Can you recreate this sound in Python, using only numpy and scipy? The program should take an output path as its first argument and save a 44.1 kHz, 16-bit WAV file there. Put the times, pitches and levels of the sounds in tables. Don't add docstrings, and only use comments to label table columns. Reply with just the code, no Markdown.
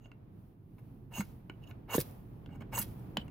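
import sys
import numpy as np
from scipy import signal
from scipy.fft import rfft, irfft
from scipy.io import wavfile

SR = 44100
rng = np.random.default_rng(int(sys.argv[2]) if len(sys.argv) > 2 else 0)


def magnitude_from_level(level_db):
    exponent = np.asarray(level_db, float) / 20
    return 10 ** exponent


def unload_audio(sound):
    columns = np.transpose(np.atleast_2d(sound))
    steps = np.round(np.clip(columns, -1, 1) * 32767)
    wavfile.write(sys.argv[1], SR, steps.astype(np.int16))


N = 145530

STEEL_MODES_HZ = [990, 1420, 1720, 2200, 2810, 3800, 4400, 5250, 6595, 7900, 9800, 10750, 11680, 13950,
                  15600]
# (level [dB], t60 [s], left over right [dB])
STEEL_MODES = [(-6.5, 0.0095, 2.5), (-16, 0.03, -2), (-16.5, 0.017, 5), (-14, 0.02, -4), (-1.5, 0.03, -3.5),
               (-18, 0.0067, -1), (-28.5, 0.012, -19), (-28.5, 0.027, -19), (-8.5, 0.021, -6.5),
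               (-10, 0.02, 7.5), (-5, 0.0059, 3), (-18, 0.024, 30.5), (-7, 0.013, -11.5), (3.5, 0.0072, 0),
               (-7, .015, 1)]
FREE_PITCH_HZ = 2800


def rms_one(x):
    return x / np.sqrt(np.mean(x ** 2) + 1e-20)


def band(x, lo_hz, hi_hz):
    return signal.sosfilt(signal.butter(2, [lo_hz, min(hi_hz, .45 * SR)], "band", fs=SR, output="sos"), x)


def gestures(tables):
    rows = []
    for curve in tables:
        first, last = curve[0], curve[-1]
        rows += [(first[0] - .004, -130, *first[2:]), *curve, (last[0] + .05, -110, *last[2:])]
    s, *columns = np.transpose(rows)
    return [np.interp(np.arange(N) / SR, s, column) for column in columns]


def spectrum_hz():
    return np.maximum(np.arange(N // 2 + 1) * SR / N, 1)


def at_hz(points, hz):
    point_hz, value = np.transpose(points)
    return np.interp(np.log(hz), np.log(point_hz), value)


def sides(lean_db):
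    return magnitude_from_level(np.array([[.5], [-.5]]) * lean_db)


def grains(per_s, spread_db):
    hits = rng.random(N) < per_s / SR
    sizes = magnitude_from_level(spread_db * np.minimum(rng.exponential(1, N), 4))
    return rms_one(hits * sizes * rng.choice([-1, 1], N))


def coloured(x, spectrum):
    return rms_one(irfft(rfft(x) * magnitude_from_level(at_hz(spectrum, spectrum_hz())), N))


def add(out, s, sound):
    i = int(s * SR)
    out[..., i:i + sound.shape[-1]] += sound[..., :N - i]


def lifted(hz, lift_hz):
    return hz + lift_hz * min(hz / FREE_PITCH_HZ, 1) ** 2


def ring(push, hz, t60_s):
    r = magnitude_from_level(-60 / (t60_s * SR))
    skirt = r ** 8
    slow = signal.lfilter([np.sqrt(1 - r * r)], [1, -r], push + 1e-18)
    slow = signal.lfilter([1 - skirt], [1, -skirt], slow)
    phase = 2 * np.pi * np.cumsum(hz * np.ones(push.shape[-1])) / SR + np.pi / 4
    return (slow * np.sin(phase + np.array([[0], [np.pi / 2]]))).sum(axis=0)


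def rubbing():
    # (time [s], main ring [dB], then over it: high rings [dB], top rings [dB],
    # low rings and log [dB])
    rubs = [
        [(0.0, -85, 2, -12, -9), (0.024, -80, -5, -16, -6), (0.044, -73, -1, -22, -9),
         (0.058, -68.5, -9, -21, 6), (0.068, -80, 4, -23, -2), (0.086, -102, -6, -13, 26)],
        [(0.781, -96, -14, -17, 3), (0.783, -65, -19, -20, 3.1), (0.796, -72.5, -14, -8, 6),
         (0.803, -88, -8, -8, 6)],
        [(1.1, -96, -24, -9, 3), (1.116, -63.5, -13, -12, 10), (1.146, -46.5, -4.5, -14, -10.5),
         (1.186, -49.5, 5, -3.5, 7), (1.2, -54.5, 8.5, -2, -1), (1.212, -56.5, 18, 5, 15.5),
         (1.235, -81, -36, -16, -10)],
        [(1.61, -84, -15, -10, 7), (1.638, -61, -10, -21, -19), (1.66, -78, -22, -23, 7),
         (1.672, -62.5, -11, -20, -20), (1.69, -66.5, -14, -8, 0), (1.714, -68.5, -3, -10, 11),
         (1.73, -98, -12, 4, -7)],
        [(1.875, -81, -23, -10, 3.7), (1.889, -58.5, -22, -16, 10.7), (1.907, -46.5, -4, -10.5, 0.59),
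         (1.937, -43, -1, -5.5, 1.6), (1.947, -52.5, 16.5, -5, 21), (1.957, -54, 12, 19, 5.3),
         (1.97, -58.5, 10.5, 19, 8)],
        [(2.49, -82.5, -16, -11, 22.5), (2.518, -70.5, -11, -20, 3.1), (2.56, -68.5, -6, -11, 8.1),
         (2.59, -112, -12, -13, 13), (2.608, -59, -9, -15, 2.7), (2.624, -65, -12, -15, 15),
         (2.64, -101, -17, -18, 9)],
        [(2.716, -72, -11, -13, 6), (2.731, -42.5, -13, -19.5, 2), (2.757, -41, 7, -9.5, -8),
         (2.766, -53.5, 16.5, 3, 9), (2.779, -45.5, 4, 4, 8), (2.789, -49, 12, 17, -2),
         (2.8, -54.5, 15.5, 18, 11.5)],
        [(3.185, -78, -24, -25, -1), (3.193, -78, -20, 0, -5), (3.215, -52, -15, -30, -7),
         (3.233, -90, 6, -5, 9), (3.25, -81, -12, 7, 17)],
    ]
    # (lift of the rings [Hz], upper of the two high rings over the lower [dB])
    holds = [(12, -7), (-86, -6), (-3, -5.5), (22, -7), (-0.5, -6), (29, 1), (6, 3), (209, 9)]
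    high_ring_hz, top_ring_hz, top_ring_most_db = 6000, 9000, 3
    wander_db, wander_s = 3, .012
    slide_hz = (860, 1070)
    slide_at, slide_span = .6, .12
    log_db = -5

    level_db, high_db, top_db, knock_db = gestures(rubs)
    out, grit = np.zeros((2, N)), grains(6000, 2.5)
    for rub, (lift_hz, upper_db) in zip(rubs, holds):
        start_s, end_s = rub[0][0], rub[-1][0]
        part = slice(max(int(start_s * SR) - 300, 0), int(end_s * SR) + 3000)
        size = len(grit[part])
        t = np.arange(size) / SR
        climb = np.tanh((t / (end_s - start_s) - slide_at) / slide_span)
        for hz, (mode_db, t60_s, lean_db) in zip(STEEL_MODES_HZ, STEEL_MODES):
            if hz > top_ring_hz:
                over_db = np.minimum(top_db[part], top_ring_most_db)
            elif hz > high_ring_hz:
                over_db = high_db[part] + upper_db * np.sign(hz - 7000) / 2
            else:
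                over_db = knock_db[part] * (hz < FREE_PITCH_HZ)
            swell_db = wander_db * np.interp(t / wander_s, np.arange(64), rng.standard_normal(64))
            push = grit[part] * rng.uniform(-1.62, 1.55, (2, size))
            push = push * magnitude_from_level(level_db[part] + mode_db + over_db + swell_db)
            lowest = hz == STEEL_MODES_HZ[0]
            pitch_hz = np.interp(climb, [-1, 1], slide_hz) if lowest else lifted(hz, lift_hz)
            out[:, part] += sides(lean_db) * ring(push, pitch_hz, t60_s)
    return out + magnitude_from_level(level_db + knock_db + log_db) * rms_one(band(grit, 450, 1200))


def sparks():
    # (time [s], level [dB], dullness: level below the treble [dB])
    showers = [
        [(1.14, -88.5, -39), (1.168, -61, 2), (1.212, -81.5, 34.5), (1.226, -62, -3.5), (1.32, -80, 6)],
        [(1.935, -44.5, 2), (1.953, -35.5, -1.5), (1.967, -34, -9), (1.981, -46.5, -6), (1.999, -39, -6.5),
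         (2.015, -39.5, -6), (2.035, -61, -5.5), (2.1, -77, 6)],
        [(2.775, -50.5, 8.5), (2.791, -28.5, -20.5), (2.809, -42.5, -11), (2.817, -33.5, -6),
         (2.861, -64.5, -1), (2.93, -71, -1.5)],
    ]
    # (frequency [Hz], relative density [dB])
    colour = [(4120, -77), (7000, -15), (8380, -5), (11500, 5.5), (12600, 0.5), (14500, 6.5), (16000, -5)]
    # (time [s], level [dB])
    pops = [(1.9894, -23), (2.003, -16), (2.012, -16.5), (2.111, -47), (2.7885, -15), (2.8264, -21),
            (2.996, -49)]
    hiss_share, pop_t60_s = 0.73, .006

    level_db, dull_db = gestures(showers)
    fizz = grains(8900, 4) + hiss_share * rng.standard_normal((2, N))
    dull = magnitude_from_level(dull_db - 3.5) * rms_one(band(fizz, 890, 6840))
    out = magnitude_from_level(level_db) * (coloured(fizz, colour) + dull)
    t = np.arange(SR // 50) / SR
    for s, db in pops:
        burst = rng.standard_normal(len(t)) * magnitude_from_level(db - 9 - 60 * t / pop_t60_s)
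        add(out, s, band(burst, 5000, 16000))
    return out


def taps():
    # (time [s], level [dB], main ring setting [Hz], brightness [dB per octave], click [dB], low rings [dB])
    touches = [(0.057, -49.5, 2813, -21, 4, 5), (.1158, -44.5, 2724, -11, -1, 11),
               (1.2057, -36.5, 2720, 1.5, -14, 21), (1.4969, -34.5, 2900, -11, -3, 12.5),
               (1.537, -56, 2930, -20, -20, 3), (1.711, -51, 2910, -18, 19.5, 20),
               (2.4606, -54, 2730, -4, 22.5, 15), (2.6198, -48.5, 3140, -16, 10, 9),
               (3.1704, -20.5, 3012, -7, 4.5, 2), (3.21, -58, 3000, -16, -20, -6),
               (3.28, -46.5, 2760, -4.5, 0, 8)]
    click_t60_s, click_lo_hz, click_hi_hz = 0.0042, 515, 4300
    damping = .85
    rise_s, firm_db, slowing = .0003, -20, .25

    out, t = np.zeros((2, N)), np.arange(SR // 8) / SR
    for s, db, ring_hz, bright_db, click_db, low_db in touches:
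        click = rng.standard_normal(len(t)) * magnitude_from_level(click_db + 5.0 - 60 * t / click_t60_s)
        click = band(click, click_lo_hz, click_hi_hz)
        sound = band(click, click_lo_hz / 2, click_hi_hz) * np.ones((2, 1))
        for hz, (mode_db, t60_s, lean_db) in zip(STEEL_MODES_HZ, STEEL_MODES):
            tilt_db = bright_db * np.log2(hz / FREE_PITCH_HZ) if hz >= FREE_PITCH_HZ else low_db
            height_db = mode_db - 4 + rng.normal(0, 1) + tilt_db
            decay = magnitude_from_level(height_db - 60 * t / (damping * t60_s))
            pitch_hz = lifted(hz, ring_hz - FREE_PITCH_HZ)
            sound += sides(lean_db) * decay * np.sin(2 * np.pi * pitch_hz * t)
        rise = (1 - np.exp(-t / (rise_s * magnitude_from_level(slowing * (firm_db - db))))) ** 2
        add(out, s, magnitude_from_level(db) * rise * sound)
    return out


def thuds():
    # (time [s], level [dB], frequency [Hz], t60 [s])
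    blows = [(.0565, -59, 670, 0.024), (1.182, -32.5, 206, 0.061), (1.1947, -25.5, 199, 0.094),
             (1.498, -34, 300, 0.019), (1.71, -36.5, 133, 0.059), (1.9443, -26, 995, 0.02),
             (1.946, -32, 457, 0.072), (1.952, -16.5, 247, 0.016), (1.9815, -9, 349, 0.013),
             (1.9835, -31, 452, 0.045), (1.983, -36.5, 1744, 0.02), (1.981, -38, 3680, 0.016),
             (1.985, -21, 138, 0.045), (2.778, -29.5, 980, 0.02), (2.779, -39, 1750, 0.022),
             (2.796, -34, 205, 0.082), (3.1697, -12.5, 960, 0.0025), (3.17, -28.5, 450, 0.014),
             (3.178, -28.5, 204, 0.056)]
    rise_cycles = .42
    out, t = np.zeros(N), np.arange(SR // 6) / SR
    for s, db, hz, t60_s in blows:
        rise = 1 - np.exp(-t * hz / rise_cycles)
        add(out, s, -rise * magnitude_from_level(db + 3.5 - 60 * t / t60_s) * np.sin(2 * np.pi * hz * t))
    return band(out, 60, 14000)


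def yard(x):
    level_db, top_hz, t60_s, rise_s = -13, 4670, .13, 0.00063
    t = np.arange(SR // 4) / SR
    tail = band(rng.standard_normal((2, len(t))), 400, top_hz)
    tail = tail * magnitude_from_level(-60 * t / t60_s) * np.minimum(t / rise_s, 1)
    return signal.fftconvolve(x[None], magnitude_from_level(level_db) * rms_one(tail) / np.sqrt(len(t)))[:, :N]


def wide_noise():
    # (frequency [Hz], left-right likeness, clipped to 0..1)
    likeness = [(60, 1), (150, 0.92), (380, 0.71), (950, -0.84), (2380, -2.3), (5980, -1.8), (15000, -0.75)]
    # (frequency [Hz], left over right [dB])
    lean = [(60, -1), (180, -2.5), (550, -0.5), (1650, -1), (4970, -4), (15000, 1.5)]
    hz = spectrum_hz()
    alike = np.clip(at_hz(likeness, hz), 0, 1)
    mid, side = rfft(rng.standard_normal((2, N)))
    both = np.sqrt(1 + alike) * mid + np.sqrt(1 - alike) * side * [[1], [-1]]
    return irfft(both * sides(at_hz(lean, hz)), N)


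def traffic():
    # (time [s], rumble [dB], road noise [dB], hiss of the air [dB])
    swells = [(0.0, -54, -69.5, -86), (0.27, -54, -69.5, -86.5), (0.39, -51.5, -70.5, -79),
              (0.49, -56.5, -71, -79.5), (0.57, -57, -74.5, -86.5), (0.66, -55, -74.5, -84),
              (0.71, -53, -73, -81), (0.88, -52, -68, -77), (1.17, -51, -73.5, -85.5),
              (1.3, -49.5, -64, -69), (1.44, -52, -68, -80.5), (1.72, -48.5, -63, -81),
              (1.95, -50.5, -69.5, -84), (2.06, -49, -57, -59.5), (2.24, -49.5, -65.5, -75),
              (2.51, -47, -64, -81), (2.74, -44, -62.5, -82.5), (2.89, -45, -60, -65),
              (3.3, -46.5, -60.5, -81)]
    # (frequency [Hz], relative density [dB])
    rumble = [(13, -56), (22, -18), (43, -5.5), (69, -10.5), (114, 0.5), (146, -5.5), (179, -7),
              (222, -10.5), (278, -12), (450, -21.5), (580, -44), (990, -120)]
    road = [(240, -16.5), (400, -13.5), (443, -3.5), (817, -6.5), (1490, -18), (2190, -23.5), (2420, -22.5),
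            (6000, -43), (7800, -48), (13200, -120)]
    air = [(3240, -7), (5500, -10.5), (8220, -15), (8710, -9.5), (9960, -4.5), (13700, -1), (15000, 2.5),
           (16000, -7)]
    s, *levels_db = np.transpose(swells)
    out = np.zeros((2, N))
    for level_db, colour in zip(levels_db, (rumble, road, air)):
        out += magnitude_from_level(np.interp(np.arange(N) / SR, s, level_db)) * coloured(wide_noise(), colour)
    return out


def scene():
    # (frequency [Hz], phase by which left leads [rad])
    left_lead = [(0, 0), (2150, 0.13), (2670, 0.31), (3100, 1), (4910, 0.99), (5860, -0.89), (10200, -1.1),
                 (13800, 1.0), (16000, 0.49)]
    near = (rubbing() + sparks() + taps() + thuds()) * sides(-1.5)
    turn = at_hz(left_lead, spectrum_hz()) * [[.5j], [-.5j]]
    return irfft(rfft(near) * np.exp(turn), N) + yard(near.mean(axis=0)) + traffic()


def band_limit(x):
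    return signal.sosfilt(signal.butter(12, 15950, fs=SR, output="sos"), x)


def record(dry):
    return band_limit(dry)


dry = scene()
out = record(dry)
unload_audio(out)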